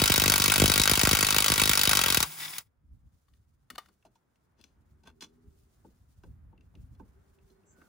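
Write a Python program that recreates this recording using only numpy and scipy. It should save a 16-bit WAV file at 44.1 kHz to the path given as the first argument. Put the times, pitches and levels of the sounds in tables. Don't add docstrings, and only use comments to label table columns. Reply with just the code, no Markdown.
import sys
import numpy as np
from scipy import signal
from scipy.fft import rfft, irfft, next_fast_len
from scipy.io import wavfile
from scipy.ndimage import uniform_filter1d, map_coordinates

SR = 44100
rng = np.random.default_rng(int(sys.argv[2]) if len(sys.argv) > 2 else 0)


def convert_level_to_amplitude(level_db):
    exponent = np.asarray(level_db, float) / 20
    return 10 ** exponent


def store_pcm(level_fs):
    pcm = np.round(np.clip(level_fs, -1, 1) * 32767).astype(np.int16)
    wavfile.write(sys.argv[1], SR, np.atleast_2d(pcm).T)


N = 347508


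def unit(x):
    return x / np.sqrt(np.mean(x ** 2) + 1e-20)


def along(points, hz):
    f, value = np.transpose(points)
    return np.interp(np.log(hz + 1), np.log(f + 1), value)


def curves(rows):
    s, *columns = np.transpose(rows)
    return [np.interp(np.arange(N) / SR, s, column) for column in columns]


def wobble(rate):
    knots = rng.standard_normal(int(N * rate / SR) + 4)
    return map_coordinates(knots, [np.arange(N) * rate / SR])


def filtered(x, response):
    m = next_fast_len(x.shape[-1] + 4096)
    spectrum = rfft(x, m) * response(np.fft.rfftfreq(m, 1 / SR))
    return irfft(spectrum, m)[..., :x.shape[-1]]


def ringing(modes, hz, flip=-1):
    total = 0
    for k, (centre, width, db) in enumerate(modes):
        damping = 1j * hz * width
        total = total + flip ** k * convert_level_to_amplitude(db) * damping / (centre * centre - hz * hz + damping)
    return total


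def ports(pair, alike):
    def weights(hz):
        turn = np.arccos(np.clip(along(alike, hz), -1, 1)) / 2
        return np.array([np.cos(turn), np.sin(turn)])

    mid, side = filtered(pair, weights)
    return np.array([mid + side, mid - side])


def rush(response, alike):
    return unit(ports(filtered(rng.standard_normal((2, N)), response), alike))


def add(track, s, sound):
    start = round(s * SR)
    sound = sound[..., max(-start, 0):]
    part = track[..., max(start, 0):][..., :sound.shape[-1]]
    part += sound[..., :part.shape[-1]]


# [f/Hz, left-right likeness]
DIFFUSE_LIKENESS = [(60, 1), (300, 0.21), (640, 0.083), (3000, 0.14)]
# [t/s, level/dB]
TRAFFIC_LEVEL = [(2.6, -83), (4.3, -80), (4.7, -77.5), (6.9, -76.5), (7.88, -71.5)]
# [f/Hz, relative level/dB]
TRAFFIC_SPECTRUM = [(71, -34.5), (120, -6), (236, -9.5), (400, -13.5), (658, -17.5), (1430, -19),
                    (2010, -26), (4000, -41.5), (5200, -53)]
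# [t/s, firing rate f/Hz, third-order level/dB]
ENGINE_REV = [(4.6, 66, -105), (4.801, 71.7, -80), (4.998, 73.7, -75.5), (5.249, 80, -71.5),
              (5.45, 82.1, -71), (5.65, 78.1, -83), (5.95, 74.2, -79.5)]
# [multiple of the firing rate, relative level/dB]
ENGINE_ORDER_LEVELS = [(2, -4), (3, 0), (4, -9), (5, -8)]
# [start t/s, end t/s, start f/Hz, end f/Hz, half-width f/Hz, level/dB]
FAINT_BANDS = [(4.9, 5.806, 397, 397, 30, -74), (7.05, 7.948, 393, 393, 25, -73),
               (7.54, 7.625, 4310, 4240, 45, -90), (7.655, 7.755, 7500, 7300, 550, -70.5),
               (7.66, 7.76, 6200, 6500, 450, -76), (7.7, 7.95, 1580, 1330, 50, -72)]
# [f/Hz, left-right likeness]
FAINT_LIKENESS = [(60, .2)]


def street():
    traffic_db, = curves(TRAFFIC_LEVEL)
    traffic = rush(lambda f: convert_level_to_amplitude(along(TRAFFIC_SPECTRUM, f)), DIFFUSE_LIKENESS)
    out = convert_level_to_amplitude(traffic_db + 1.0 + 1.2 * wobble(6.2)) * traffic

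    fade_in = (4.4, ENGINE_REV[0][1], -110)
    fade_out = (6.1, ENGINE_REV[-1][1], -110)
    rate_hz, engine_db = curves([fade_in, *ENGINE_REV, fade_out])
    turn = 2 * np.pi * np.cumsum(rate_hz) / SR
    for order, order_db in ENGINE_ORDER_LEVELS:
        level = np.sqrt(2) * convert_level_to_amplitude(engine_db + order_db + 1.5 * wobble(19.0))
        out += level * np.sin(order * turn + rng.normal(0, 0.32, (2, 1)))

    t = np.arange(N) / SR
    for start, end, hz, end_hz, width_hz, level_db in FAINT_BANDS:
        gone = np.clip((t - start) / (end - start), 0, 1)
        swell = np.sin(np.pi * gone) ** .7 * convert_level_to_amplitude(2.5 * wobble(45))
        glide = 2 * np.pi * np.cumsum(hz + (end_hz - hz) * gone) / SR
        for wave in (np.sin, np.cos):
            slow_noise = rush(lambda f: np.exp(-(f / width_hz) ** 2), FAINT_LIKENESS)
            out += convert_level_to_amplitude(level_db) * swell * slow_noise * wave(glide)
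    return out


# [t/s, level/dB]
GRIP_LEVEL = [(2.2, -100), (2.6, -72.5), (3.7, -69.5), (4.29, -79.5), (4.73, -68.5), (5.6, -67.5),
              (6.2, -62.5), (7.2, -68.5), (7.88, -67.5)]
# [t/s, level/dB, rise/(dB per s), fall/(dB per s)]
CAMERA_SHOVES = [(2.939, -55, 158, 83.5), (4.81, -68.5, 700, 400), (5.48, -58, 502, 253),
                 (6.241, -51, 700.5, 69), (6.499, -61, 105.5, 123), (6.79, -48.5, 200, 148),
                 (6.95, -54, 132, 58)]
# [f/Hz, relative level/dB]
RUMBLE_SPECTRUM = [(15, -41), (25, -16), (49, 0), (76, 2.5), (135, -8), (300, -21), (400, -58)]
# [t/s, level/dB]
RUSTLE_LEVEL = [(2.2, -107), (2.94, -95), (3.2, -81.5), (3.7, -92.5), (3.76, -80), (4.29, -89.5),
                (5.44, -85), (5.6, -77.5), (6.23, -81), (6.48, -102), (6.78, -84), (7.63, -82.5),
                (7.88, -75)]
# [f/Hz, relative level/dB]
RUSTLE_SPECTRUM = [(1060, -35.5), (1800, -12.5), (3480, -7.5), (7030, -6), (11500, -11.5)]


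def hand():
    (grip_db,), (rustle_db,), t = curves(GRIP_LEVEL), curves(RUSTLE_LEVEL), np.arange(N) / SR
    level = convert_level_to_amplitude(grip_db)
    for s, db, rise, fall in CAMERA_SHOVES:
        level = level + convert_level_to_amplitude(db - np.maximum((s - t) * rise, (t - s) * fall))
    rumble = rush(lambda f: convert_level_to_amplitude(along(RUMBLE_SPECTRUM, f)), DIFFUSE_LIKENESS)
    rumble = unit(convert_level_to_amplitude(3 * wobble(27)) * rumble)
    rustle = rush(lambda f: convert_level_to_amplitude(along(RUSTLE_SPECTRUM, f)), DIFFUSE_LIKENESS)
    rustle = unit(convert_level_to_amplitude(2.7 * wobble(44) + 1.2 * wobble(380)) * rustle)
    return level * rumble + convert_level_to_amplitude(rustle_db) * rustle


# [f/Hz, left-right likeness]
NEAR_LIKENESS = [(60, .93), (250, .92), (500, .76), (1000, .6), (2000, .85), (4000, .5), (8000, .9)]
# [t/s, left-right level/dB]
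HAND_PLACE = [(2.5, 4), (3.8, 3.5), (4.1, -1), (4.6, 6.5), (5.1, 0.5), (5.9, 1.5), (7.9, -3.5)]
# [f/Hz, width f/Hz, level/dB]
TOOL_SHELL = [(2150, 200, -2), (2934, 120, 3), (3570, 150, 1), (4400, 200, 1)]
# [f/Hz, width f/Hz, level/dB]
TOOL_CASE = [(300, 120, -4), (745, 80, 4), (1190, 130, 1), (1480, 130, 2), (1900, 110, 0)]
# [f/Hz, width f/Hz, level/dB]
SPANNER_MODES = [(2940, 90, -5), (3430, 95, 4), (4168, 70, 4), (4928, 70, 3), (5710, 110, -1),
                 (6150, 120, 4), (7160, 80, 1)]
# [f/Hz, width f/Hz, level/dB]
LINK_MODES = [(640, 80, -2), (900, 60, 6), (1120, 110, -4), (1410, 90, -2), (1540, 70, -1), (2080, 90, -3),
              (2700, 130, 1)]
# [f/Hz, width f/Hz, level/dB]
PANEL_MODES = [(183, 71, 0.5), (258, 107, 2), (425, 270, -5)]


def contact(track, s, push, slow_push, thud_db, edge_db, ring_hz):
    tool_down_s = 3.95
    if s < tool_down_s:
        top_hz, bright, dull = 15000, TOOL_SHELL, TOOL_CASE
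    else:
        top_hz, bright, dull = 7250, SPANNER_MODES, LINK_MODES
    bright, dull = [[(c, w, g + 2 * rng.standard_normal()) for c, w, g in part] for part in (bright, dull)]
    spread = np.interp(edge_db, [-30, 0], [.2, .55])

    def edge(f):
        band = 1 / (1 + (2100 / (f + 1)) ** 4) / (1 + (f / top_hz) ** 3)
        return convert_level_to_amplitude(edge_db - 10.5) * band * (0.56 + 3 * ringing(bright, f, flip=0.96))

    def body(f):
        focus = 1 / (1 + (np.log((f + 1) / ring_hz) / spread) ** 2)
        return (ringing(dull, f) + 0.32) * 1.07 / np.sqrt(spread) * focus

    def thud(f):
        return convert_level_to_amplitude(thud_db + 9.5) * ringing(PANEL_MODES, f) / (1 + (f / 600) ** 4)

    sound = filtered(push, lambda f: edge(f) + body(f)) + filtered(slow_push, thud)
    pan_db = np.interp(s, *np.transpose(HAND_PLACE))
    add(track, s, convert_level_to_amplitude([[pan_db / 2], [-pan_db / 2]]) * ports(sound, NEAR_LIKENESS))


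# [t/s, level/dB, relative thud level/dB, relative edge level/dB, strongest ring f/Hz]
KNOCK_EVENTS = [(3.283, -61, -18, -4, 1130), (3.337, -61, -20, 1, 2222), (3.702, -31, -17, 1, 1240),
                (3.781, -25, -40, -5.5, 1010), (3.785, -38, -42, -10, 900), (3.859, -50.5, -17, -2, 1610),
                (3.886, -54, -6.5, -1, 1260), (4.026, -58, -22, -10, 2000), (4.051, -44.5, -13, -12, 646),
                (4.065, -53, -19, -13, 596), (4.154, -57, -26, -2, 713), (4.358, -63, -24, -4, 2400),
                (4.6131, -45.5, -20.5, 4, 4300), (4.64, -46, -15, 7.5, 2400), (5.035, -56.5, -2, 2, 899),
                (5.074, -48.5, -4, -22, 1000), (5.208, -47.5, -21, 18.5, 1490), (5.228, -52, -2, -9, 1540),
                (5.239, -54, -7, -3, 1520), (5.847, -49.5, 3, -31, 864), (6.236, -43, -3.5, -13, 1200),
                (6.527, -52, -1, -32.5, 900), (6.578, -55.5, -2, -18, 2630), (6.609, -54.5, -7, -8, 2680),
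                (6.74, -58, -4, -22, 890), (6.753, -48, -5, -9, 2840), (6.949, -61.5, -4, -1, 1010),
                (6.997, -41, -3, -26, 935), (7.387, -56.5, -14, -19, 2600), (7.5, -68.5, 9, 6, 690),
                (7.634, -64, 1, -19, 2760), (7.779, -59.5, 7.5, -23, 500), (7.806, -61, -5, -25, 1500),
                (7.816, -43, -12, -27, 1400)]
# [start t/s, loudest t/s, end t/s, level/dB, relative thud level/dB, relative edge level/dB]
SCRAPE_EVENTS = [(3.749, 3.757, 3.768, -48, -40, -1), (4.57, 4.604, 4.62, -70.5, 8, 0),
                 (5.051, 5.077, 5.115, -53, -5, -6), (5.212, 5.225, 5.265, -49.5, -3, 8)]


def knocks():
    out, size = np.zeros((2, N)), 8192
    t = np.arange(size) / SR
    seat_s = .0012
    for s, db, thud_db, edge_db, hz in KNOCK_EVENTS:
        noise = rng.standard_normal((2, size))
        snap = 1.5 * np.exp(-((t - .0006) / .00003) ** 2) * [[1], [.3]]
        tap = convert_level_to_amplitude(db + 5) * (noise * (1 - np.exp(-t / seat_s)) + snap)
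        t60 = .038 * 900 / hz
        fade = convert_level_to_amplitude(-60 * t / t60) + 0.96 * convert_level_to_amplitude(-60 * t / 0.0015) + convert_level_to_amplitude(-25 - 60 * t / 0.25)
        contact(out, s - .0005, tap * fade, tap * convert_level_to_amplitude(-60 * t / 0.22), thud_db, edge_db, hz)
    for start, top, end, db, thud_db, edge_db in SCRAPE_EVENTS:
        stroke_db = np.interp(t, [0, top - start, end - start, size / SR], [-18.0, -0.5, -25.5, -108])
        roughness_db = 3 * wobble(400)[:size]
        grit = convert_level_to_amplitude(db + 11.0 + stroke_db + roughness_db) * rng.standard_normal((2, size))
        contact(out, start, grit, grit, thud_db, edge_db, ring_hz=1310)
    return out


# [t/s, motor and gears level/dB, housing rattle relative level/dB]
MOTOR_COURSE = [(0, -43, -1.5), (2.2, -38.5, -3.5), (2.27, -44.5, -7.5), (2.365, -45.5, -14),
                (2.385, -42.5, -5.5), (2.44, -41.5, 2), (2.5, -44.5, -5.5), (2.56, -45, -2),
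                (2.61, -52.5, -6.5), (2.645, -80, -17), (2.67, -78, -2), (2.7, -100, -4)]
# [f/Hz, relative level/dB]
GEAR_SPECTRUM = [(53, -43), (90, -10.5), (155, -10), (300, -10.5), (526, -17.5), (908, -6), (1710, -8),
                 (3080, -11.5), (8210, -8.5)]
# [f/Hz, width f/Hz, level/dB]
HOUSING_MODES = [(940, 40, -2), (1710, 50, 0), (1958, 35, -1), (2215, 50, -3), (3385, 40, -1),
                 (3615, 40, 2), (4960, 60, -1), (5280, 50, -2)]
# [t/s, f/Hz]
WHINE_PITCH = [(2.25, 1565), (2.31, 1655), (2.39, 1680), (2.43, 1765), (2.52, 1740), (2.6, 1690)]
# [multiple of the pitch, relative level/dB]
WHINE_ORDER_LEVELS = [(1, -4), (2, -4), (3, 0)]


def motor():
    t = np.arange(N) / SR
    gear_db, rattle_db = curves(MOTOR_COURSE)
    gears = unit(filtered(rng.standard_normal((2, N)), lambda f: convert_level_to_amplitude(along(GEAR_SPECTRUM, f))))

    def housing(f):
        band = 1 / (1 + (1100 / (f + 1)) ** 4) / (1 + (f / 6000) ** 4)
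        return (ringing(HOUSING_MODES, f, flip=0.99) + .3) * band

    ticks = convert_level_to_amplitude(3 * wobble(500)) * rng.standard_normal((2, N))
    rattle = unit(filtered(ticks, housing))
    socket_db = 2.5 * np.cos(2 * np.pi * 38 * (t - 2.432)) + 1.5 * wobble(60)

    whine_hz, = curves(WHINE_PITCH)
    turn = 2 * np.pi * np.cumsum(whine_hz) / SR
    tones = np.zeros(N)
    for order, order_db in WHINE_ORDER_LEVELS:
        tones += convert_level_to_amplitude(-12.5 + order_db + 3 * wobble(40)) * np.sin(order * turn + .9 * wobble(120))
    shaft_hz, shaft_db = 154, -17
    tones += convert_level_to_amplitude(shaft_db + 4 * wobble(25)) * np.sin(2 * np.pi * shaft_hz * t + .4 * wobble(20))
    noise = convert_level_to_amplitude(1.3 * wobble(50)) * gears + convert_level_to_amplitude(rattle_db + socket_db) * rattle
    return convert_level_to_amplitude(gear_db) * (noise + tones * [[1], [0]])


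# [t/s, blows struck]
HAMMER_TURNING = [(-0.003, -1), (0.0178, 0), (0.1196, 5), (0.2586, 12), (0.42, 20), (0.7189, 35),
                  (1.0138, 50), (1.4036, 70), (1.7335, 87), (1.894, 95), (1.9709, 99), (2.0145, 101),
                  (2.0606, 103), (2.0828, 104), (2.1025, 105), (2.1458, 107), (2.1718, 108), (2.2038, 109),
                  (2.2278, 110)]
# [t/s, steel level/dB, thump level/dB]
BLOW_FORCE = [(0, -11.5, -37.5), (1.152, -12, -39), (1.5, -13, -38.5), (1.9, -11.5, -38.5),
              (2.063, -12, -41), (2.1022, -13.5, -36.5), (2.14, -10, -43.5), (2.249, -12.5, -38.5)]
# [t/s, thump level/dB]
STRUT_JOLTS = [(0.018, -23.5), (0.099, -24.5), (0.18, -28.5), (0.219, -29.5), (0.258, -27.5), (0.278, -29),
               (0.6, -27), (0.619, -18), (0.639, -21.5), (0.68, -30), (0.7, -27), (0.798, -26),
               (0.916, -26), (0.975, -30), (1.033, -24), (1.072, -25.5), (1.111, -29), (1.131, -25.5),
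               (1.229, -30), (1.501, -29.5), (1.617, -28.5), (1.694, -29.5), (1.874, -30), (2.172, -30)]
# [t/s, steel level/dB, thump level/dB]
BRAKE_CLACK = (2.583, -23, -62)


def blow_rows():
    s, struck = np.transpose(HAMMER_TURNING)
    chance = rng.standard_normal((round(struck[-1] - struck[0]) + 1, 3))
    jitter_s, steel_scatter_db, thump_scatter_db = .0004, 1.1, 4.5
    times = np.interp(struck[0] + np.arange(len(chance)), struck, s) + jitter_s * chance[:, 0]
    at, steel_db, thump_db = np.transpose(BLOW_FORCE)
    steel_db = np.interp(times, at, steel_db) + steel_scatter_db * chance[:, 1]
    thump_db = np.interp(times, at, thump_db) + thump_scatter_db * chance[:, 2]
    for jolt_s, jolt_db in STRUT_JOLTS:
        thump_db[np.argmin(abs(times - jolt_s))] = jolt_db
    return np.vstack([np.transpose([times, steel_db, thump_db]), BRAKE_CLACK])


# [f/Hz, T60 t/s]
ARCH_DECAY = [(500, 0.14), (2000, 0.07), (6000, 0.056), (15000, 0.031)]


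def blow_tails(count, size):
    hz, frame, z = signal.stft(rng.standard_normal((count, 2, size)), SR, nperseg=64)
    colour_db = uniform_filter1d(rng.standard_normal((count, 1, len(hz), 1)), size=3, axis=2)
    colour_db = 1.3 * unit(colour_db)
    colour_db[-1, 0, :, 0] = np.minimum(hz, 9500) / 1100
    decay_db = -60 * frame / along(ARCH_DECAY, hz)[:, None]
    tails = signal.istft(z * convert_level_to_amplitude(colour_db + decay_db), SR, nperseg=64)[1][..., :size]
    ticks = np.repeat(rng.standard_normal((count, 1, size // 16)), 16, axis=2)
    tails = tails * convert_level_to_amplitude(1.5 * ticks)
    strength = np.linalg.norm(tails, axis=(1, 2), keepdims=True)
    return tails * strength.mean() / strength


# [f/Hz, width f/Hz, level/dB]
STRUT_MODES = [(926, 35, -3), (1130, 60, -4), (1391, 50, -3), (1543, 35, -4), (1899, 45, -4),
               (2271, 55, -1), (2581, 60, 2), (3010, 70, -4), (3284, 60, -4), (3815, 80, 5), (4550, 95, 0),
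               (5000, 150, -4), (6225, 100, -3)]
# [f/Hz, relative level/dB]
BLOW_COLOUR = [(240, -30.5), (400, -10.5), (734, -7.5), (1370, 0), (1750, 0), (2220, -1), (2800, -1),
               (4000, 0), (8190, -1.5), (11000, -3)]


def hammer():
    steel, thumps, size = np.zeros((2, N)), np.zeros((2, N)), 2048
    blows, t = blow_rows(), np.arange(size) / SR
    tails = blow_tails(len(blows), size)
    ring_scatter_db, detune = 2.5, .002
    for k, ((s, db, thump_db), tail) in enumerate(zip(blows, tails)):
        lag, size_db, bend, twist = rng.random(4)
        strike = (1 - np.exp(-t / .0005)) * (1 + 2.2 * convert_level_to_amplitude(-60 * t / .008))
        rebound = convert_level_to_amplitude(-10.0 + 1.6 * size_db) * np.exp(-((t - .002 - 0.0039 * lag) / 0.0033) ** 2)
        woken = rng.standard_normal((len(STRUT_MODES), 2))
        rung = [(c * (1 + detune * a), w, g + ring_scatter_db * b)
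                for (c, w, g), (a, b) in zip(STRUT_MODES, woken)]
        burst = convert_level_to_amplitude(db - 7.5) * (strike + rebound) * tail
        add(steel, s - .0004, filtered(burst, lambda f: 1 + 1.3 * ringing(rung, f, flip=0.96)))
        turns = (1.25 + 0.4 * (bend - .5)) * np.log(1 + t / .0011)
        sweep = np.sin(2 * np.pi * turns) * convert_level_to_amplitude(-60 * t / 0.11) * (1 - np.exp(-t / 0.00067))
        push = (-1) ** k * convert_level_to_amplitude(thump_db + 6.5)
        add(thumps, s + 0.00097, push * sweep * [[1], [3 * twist - 1.5]])
    thumps = filtered(thumps, lambda f: 1 / (1 + (32 / (f + 1)) ** 4))
    return filtered(steel, lambda f: convert_level_to_amplitude(along(BLOW_COLOUR, f))) + thumps


# [f/Hz, level/dB]
WRENCH_LEFT_LEVEL = [(60, 1), (180, -1), (550, 4.5), (1650, 1.5), (4970, 3.5), (15000, -0.5)]
# [f/Hz, phase/rad]
WRENCH_LEFT_LEAD = [(0, -0.5), (520, 0.5), (1550, 1.16), (2070, 6.5), (3360, 7.5), (5510, 6.5), (6030, 4.5),
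                    (7150, 8.5), (8010, 5), (11600, -2.5), (12600, 6), (13800, -4), (15500, -5),
                    (16700, -12)]


def scene():
    side = np.array([[.5], [-.5]])

    def paths(f):
        return convert_level_to_amplitude(side * along(WRENCH_LEFT_LEVEL, f)) * np.exp(1j * side * along(WRENCH_LEFT_LEAD, f))

    wrench = filtered(ports(hammer() + motor(), NEAR_LIKENESS), paths)
    return street() + hand() + knocks() + wrench


def band_limit(x):
    return signal.sosfilt(signal.butter(12, 17120, fs=SR, output="sos"), x)


# [f/Hz, level/dB]
MICROPHONE_RESPONSE = [(7600, 1), (8300, -1), (9000, 4), (12300, 2), (13300, -11), (14300, 3.5),
                       (15300, 10.5), (16000, -4), (16500, -20.5), (17100, -69.5)]


def record(dry):
    mix = filtered(dry, lambda f: convert_level_to_amplitude(along(MICROPHONE_RESPONSE, f)))
    return band_limit(mix)


dry = scene()
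out = record(dry)
store_pcm(out)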